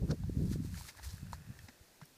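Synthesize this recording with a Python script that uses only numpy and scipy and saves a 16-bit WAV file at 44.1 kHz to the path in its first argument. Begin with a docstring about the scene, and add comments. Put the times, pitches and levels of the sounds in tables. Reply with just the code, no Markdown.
"""A wooded hillside, one microphone, someone running away from it downhill.
At first the runner is close: shoes crunch on grit, dry stems snap and swish past the legs,
and wind rumbles and thuds on the microphone. Twigs and stones click underfoot as the wind eases.
From about 1.3 s heels thump on a dirt trail, farther off. The wind dies away, and the last
steps land over the faint hiss of the woods."""
import sys
import numpy as np
from scipy.fft import rfft, irfft, next_fast_len
from scipy.io import wavfile
from scipy.ndimage import uniform_filter1d

SR = 44100
rng = np.random.default_rng(int(sys.argv[2]) if len(sys.argv) > 2 else 0)


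def persist_wave(psi):
    """Save psi, clipped to +-1, as 16-bit WAV."""
    counts = np.round(np.clip(psi, -1, 1) * 32767).astype(np.int16)
    wavfile.write(sys.argv[1], SR, np.atleast_2d(counts).T)


N = 95961

# hiss of the woods all around: frequency_hz, level_db
WOODS_SPECTRUM = [(70, -2.5), (300, -1.5), (480, -4.5), (900, -8), (1200, -11.5), (1700, -8.5),
                  (3000, -12.5), (4500, -10), (11500, -16), (15000, -16.5)]
# wind rumble at the microphone: frequency_hz, level_db
WIND_SPECTRUM = [(20, -13), (30, -15), (48, 2), (64, 6.5), (165, 4), (300, -8.5), (560, -15)]
# gusts across the microphone: centre_s, level_db, half_length_s, upper_edge_hz
WIND_GUSTS = [(0.035, -31, 0.02, 530), (0.114, -30, 0.023, 554), (0.259, -37, 0.061, 240),
              (0.424, -33.5, 0.056, 453), (0.534, -37.5, 0.13, 280), (0.74, -44.5, 0.085, 145),
              (1.08, -48.5, 0.071, 102), (1.303, -48, 0.105, 185), (1.501, -48.5, 0.029, 236),
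              (1.61, -57, 0.066, 113)]
# eddies striking the microphone: centre_s, level_db, pitch_hz, half_length_s
WIND_THUDS = [(0.126, -35.5, 506, 0.0025), (0.298, -26, 245, 0.00094), (.373, -23, 166, 0.0016),
              (0.404, -25, 184, 0.0016), (.452, -23, 171.5, 0.0059), (0.516, -20.5, 174, 0.0013),
              (0.559, -31.5, 303, 0.00092), (0.604, -33, 250, 0.0025), (0.649, -32, 230, 0.0013),
              (.735, -38, 183, 0.0061), (1.072, -33, 76.4, 0.0086), (1.142, -33.5, 93, 0.0019),
              (1.232, -31.5, 132, 0.0016), (1.504, -34.5, 127, 0.0016), (1.643, -41, 83, 0.0018)]
# course of the soft rustle behind the runner: time_s, level_db
RUSTLE_LEVELS = [(.2, -75), (1.15, -70), (1.55, -66), (2.17, -90)]
# colour of that rustle: frequency_hz, level_db
RUSTLE_SPECTRUM = [(400, -1.5), (900, -7.5), (1800, 2.5), (2300, -16.5), (2600, 2), (3100, -36),
                   (8000, -19.5)]
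# stems brushing the legs: peak_s, level_db, rise_s, fall_s
STEM_SWISHES = [(0.114, -63.5, 0.063, 0.048), (.47, -62, 0.19, 0.037), (0.527, -52, 0.029, 0.026),
                (.655, -58, 0.03, 0.028), (0.792, -52, 0.064, 0.067), (0.889, -52.5, 0.049, 0.019),
                (0.973, -59, 0.0072, 0.016), (1.042, -50, 0.011, 0.038), (1.129, -58.5, 0.12, 0.091),
                (1.338, -57, 0.02, .02), (1.65, -65.5, 0.093, 0.052)]
# scrape of dry stems: frequency_hz, level_db
STEM_SPECTRUM = [(500, -40), (900, 0), (2300, -2.5), (3000, -6), (4200, 3), (8000, 0), (12500, -3),
                 (15000, -7)]
# dry stems breaking: start_s, level_db, centre_hz
STEM_SNAPS = [(0.1122, -42, 4900), (0.1157, -42, 4640), (1.324, -53.5, 8500), (1.5898, -54, 5600),
              (2.055, -54.5, 10500)]
# twigs and stones underfoot: start_s, level_db, pitch_hz
GROUND_CLICKS = [(.236, -46, 830), (0.743, -42, 1685), (0.754, -47, 1360), (0.81, -44.5, 943),
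                 (0.852, -45, 1270), (0.95, -50.5, 1080), (.996, -44.5, 894), (1.181, -49, 1720),
                 (1.269, -49.5, 1550), (1.3312, -30.5, 967), (1.590, -45.5, 1825), (2.0146, -45.5, 960),
                 (2.033, -49, 1640), (2.057, -54, 5460)]
# modes of a twig or stone: pitch_ratio, level_db, t60_s
RING_MODES = [(1, 1, 0.015), (1.2, -4, 0.0089), (1.78, -13.5, 0.034), (4.3, -5.5, 0.0079),
              (7.4, -4.5, 0.0044)]
# heels on the bare trail: start_s, level_db, pitch_hz
HEEL_STRIKES = [(1.331, -39, 61), (1.683, -47, 241), (1.806, -47, 76), (2.019, -41, 149.6)]
# footfalls and scuffs: peak_s, level_db, rise_s, fall_s, grit_over_soil_db, soil_pitch_ratio
FOOTFALLS = [(.113, -45.5, 0.011, 0.0062, -4.5, 0.8), (0.532, -53, 0.0035, 0.0093, 1, 1),
             (0.777, -49.5, 0.0039, 0.0037, -4, 1.28), (0.891, -49.5, 0.0066, 0.0087, 0, 1.22),
             (0.994, -51.5, 0.012, 0.0044, -10, 1), (1.030, -56, 0.0011, 0.023, -2, 1.1),
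             (1.1, -62.5, 0.012, 0.014, 9, 1.13), (1.331, -55.5, 0.0015, 0.017, -7, 0.98),
             (1.686, -50, 0.0017, 0.0083, -7.5, 1.13), (2.016, -57, 0.0028, 0.012, -7.5, 1)]
# soil crushed under a shoe: frequency_hz, level_db
SOIL_SPECTRUM = [(200, -14), (700, 1.5), (950, -6), (1750, 6), (2200, -5), (3000, -15), (8000, -41)]
# fine grit ground under a shoe: frequency_hz, level_db
GRIT_SPECTRUM = [(1500, -26), (3000, 0.5), (4000, 5), (5400, 7.5), (7200, 0.5), (15000, -20)]


def amp(db):
    """Decibels to gain."""
    return 10 ** (np.asarray(db) / 20)


def unit(x):
    """Scale to rms 1."""
    return x / np.sqrt(np.mean(x ** 2) + 1e-20)


def clock():
    """The time of every sample, in seconds."""
    return np.arange(N) / SR


def filtered(x, response):
    """Filter x by a gain given as a function of frequency in Hz."""
    size = next_fast_len(N + 8192)
    return irfft(rfft(x, size) * response(np.fft.rfftfreq(size, 1 / SR)), size)[:N]


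def coloured(x, spectrum):
    """Shape x by (frequency_hz, level_db) points, at rms 1."""
    points_hz, db = np.transpose(spectrum)
    return unit(filtered(x, lambda hz: amp(np.interp(np.log(hz + 1), np.log(points_hz), db))))


def noise(spectrum):
    """Smooth coloured noise."""
    return coloured(rng.standard_normal(N), spectrum)


def steadied(x, samples):
    """Even out swells longer than the given number of samples, at rms 1."""
    power = uniform_filter1d(uniform_filter1d(x ** 2, samples), samples)
    return unit(x / np.sqrt(np.abs(power) + 1e-9))


def crackle(spectrum, per_s, spread_db):
    """Dense tiny fractures of random size, coloured and held at a steady level."""
    hits = rng.random(N) < per_s / SR
    sizes = rng.standard_normal(N) * amp(spread_db * np.clip(rng.standard_normal(N), -2, 2))
    return steadied(coloured(hits * sizes, spectrum), samples=700)


def swell(peak_s, rise_s, fall_s):
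    """An exponential rise to a peak, then an exponential fall."""
    t = clock() - peak_s
    return np.exp(-np.abs(t) / np.where(t < 0, rise_s, fall_s))


def woods(level_db=-64.5):
    """The woods hiss faintly and steadily in the background."""
    return amp(level_db) * noise(WOODS_SPECTRUM)


def wind(edge_db_per_octave=30.5):
    """Each gust rumbles on the microphone; the harder ones tend to reach higher in frequency."""
    out = np.zeros(N)
    for centre_s, db, half_s, edge_hz in WIND_GUSTS:
        def low_pass(hz):
            octaves = np.log2((hz + 1) / edge_hz)
            return 1 / np.sqrt(1 + amp(2 * edge_db_per_octave * octaves))
        rumble = steadied(filtered(noise(WIND_SPECTRUM), low_pass), samples=1600)
        gust = np.exp(-0.65 * ((clock() - centre_s) / half_s) ** 2)
        out += amp(db) * gust * rumble
    return out


def thuds(low_cut_hz=45):
    """Single eddies push on the microphone for a cycle or two."""
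    out = np.zeros(N)
    for centre_s, db, pitch_hz, half_s in WIND_THUDS:
        t = clock() - centre_s
        push = 1 / np.cosh(np.clip(t / half_s, -20, 20))
        out -= amp(db) * push * np.cos(2 * np.pi * pitch_hz * t)
    return filtered(out, lambda hz: hz ** 2 / (hz ** 2 + low_cut_hz ** 2))


def rustle():
    """The brush rustles softly behind the runner, building and then fading."""
    level_db = np.interp(clock(), *np.transpose(RUSTLE_LEVELS))
    return amp(level_db) * crackle(RUSTLE_SPECTRUM, per_s=900, spread_db=2)


def swishes():
    """Dry stems scrape along the legs at each stride; overlapping swishes add in power."""
    power = sum((amp(db) * swell(peak_s, rise_s, fall_s)) ** 2
                for peak_s, db, rise_s, fall_s in STEM_SWISHES)
    return np.sqrt(power) * crackle(STEM_SPECTRUM, per_s=5000, spread_db=0)


def snaps(fall_s=0.0015, width_octaves=0.3):
    """A breaking stem gives a brief, bright crack with no clear pitch."""
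    out = np.zeros(N)
    for start_s, db, centre_hz in STEM_SNAPS:
        def band_pass(hz):
            return np.exp(-0.5 * (np.log2((hz + 1) / centre_hz) / width_octaves) ** 2)
        crack = unit(filtered(rng.standard_normal(N), band_pass))
        out += amp(db) * swell(start_s, 1 / SR, fall_s) * crack
    return out


def clicks(rise_s=0.00047, top_hz=15300):
    """Twigs and stones knocked underfoot ring briefly, each with its own balance of modes."""
    out, t = np.zeros(N + SR), np.arange(SR // 10) / SR
    attack = 1 - np.exp(-t / rise_s)
    for start_s, db, pitch_hz in GROUND_CLICKS:
        ring = np.zeros(len(t))
        for ratio, mode_db, t60_s in RING_MODES:
            decay = amp(mode_db + rng.normal(0, 1) - 60 * t / t60_s)
            if pitch_hz * ratio < top_hz:
                ring += decay * np.sin(2 * np.pi * pitch_hz * ratio * t)
        out[round(start_s * SR):][:len(t)] += amp(db) * attack * ring
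    return out[:N]


def heels(rise_s=0.0062, fall_s=0.0085):
    """Down on the trail, packed earth answers a heel with a short, low thump."""
    out = np.zeros(N)
    for start_s, db, pitch_hz in HEEL_STRIKES:
        t = np.maximum(clock() - start_s, 0)
        envelope = (1 - np.exp(-(t / rise_s) ** 2)) * np.exp(-t / fall_s)
        out += 2 * amp(db) * envelope * np.sin(2 * np.pi * pitch_hz * t)
    return out


def footfalls():
    """Each shoe crushes soil and grinds finer grit, loudest near the microphone."""
    out = np.zeros(N)
    grit = crackle(GRIT_SPECTRUM, per_s=3800, spread_db=-2.5)
    for peak_s, db, rise_s, fall_s, grit_db, ratio in FOOTFALLS:
        spectrum = [(hz * ratio, level_db) for hz, level_db in SOIL_SPECTRUM]
        soil = crackle(spectrum, per_s=5000, spread_db=2)
        out += amp(db) * swell(peak_s, rise_s, fall_s) * (soil + amp(grit_db) * grit)
    return out


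def scene():
    """The runner, the wind on the microphone and the quiet woods, in mono."""
    runner = footfalls() + heels() + rustle() + swishes() + clicks() + snaps()
    return (runner + wind() + thuds() + woods())[None]


def record(dry, top_hz=15300):
    """The camera keeps nothing above its band limit."""
    return filtered(dry[0], lambda hz: hz < top_hz)[None]


dry = scene()
out = record(dry)
persist_wave(out)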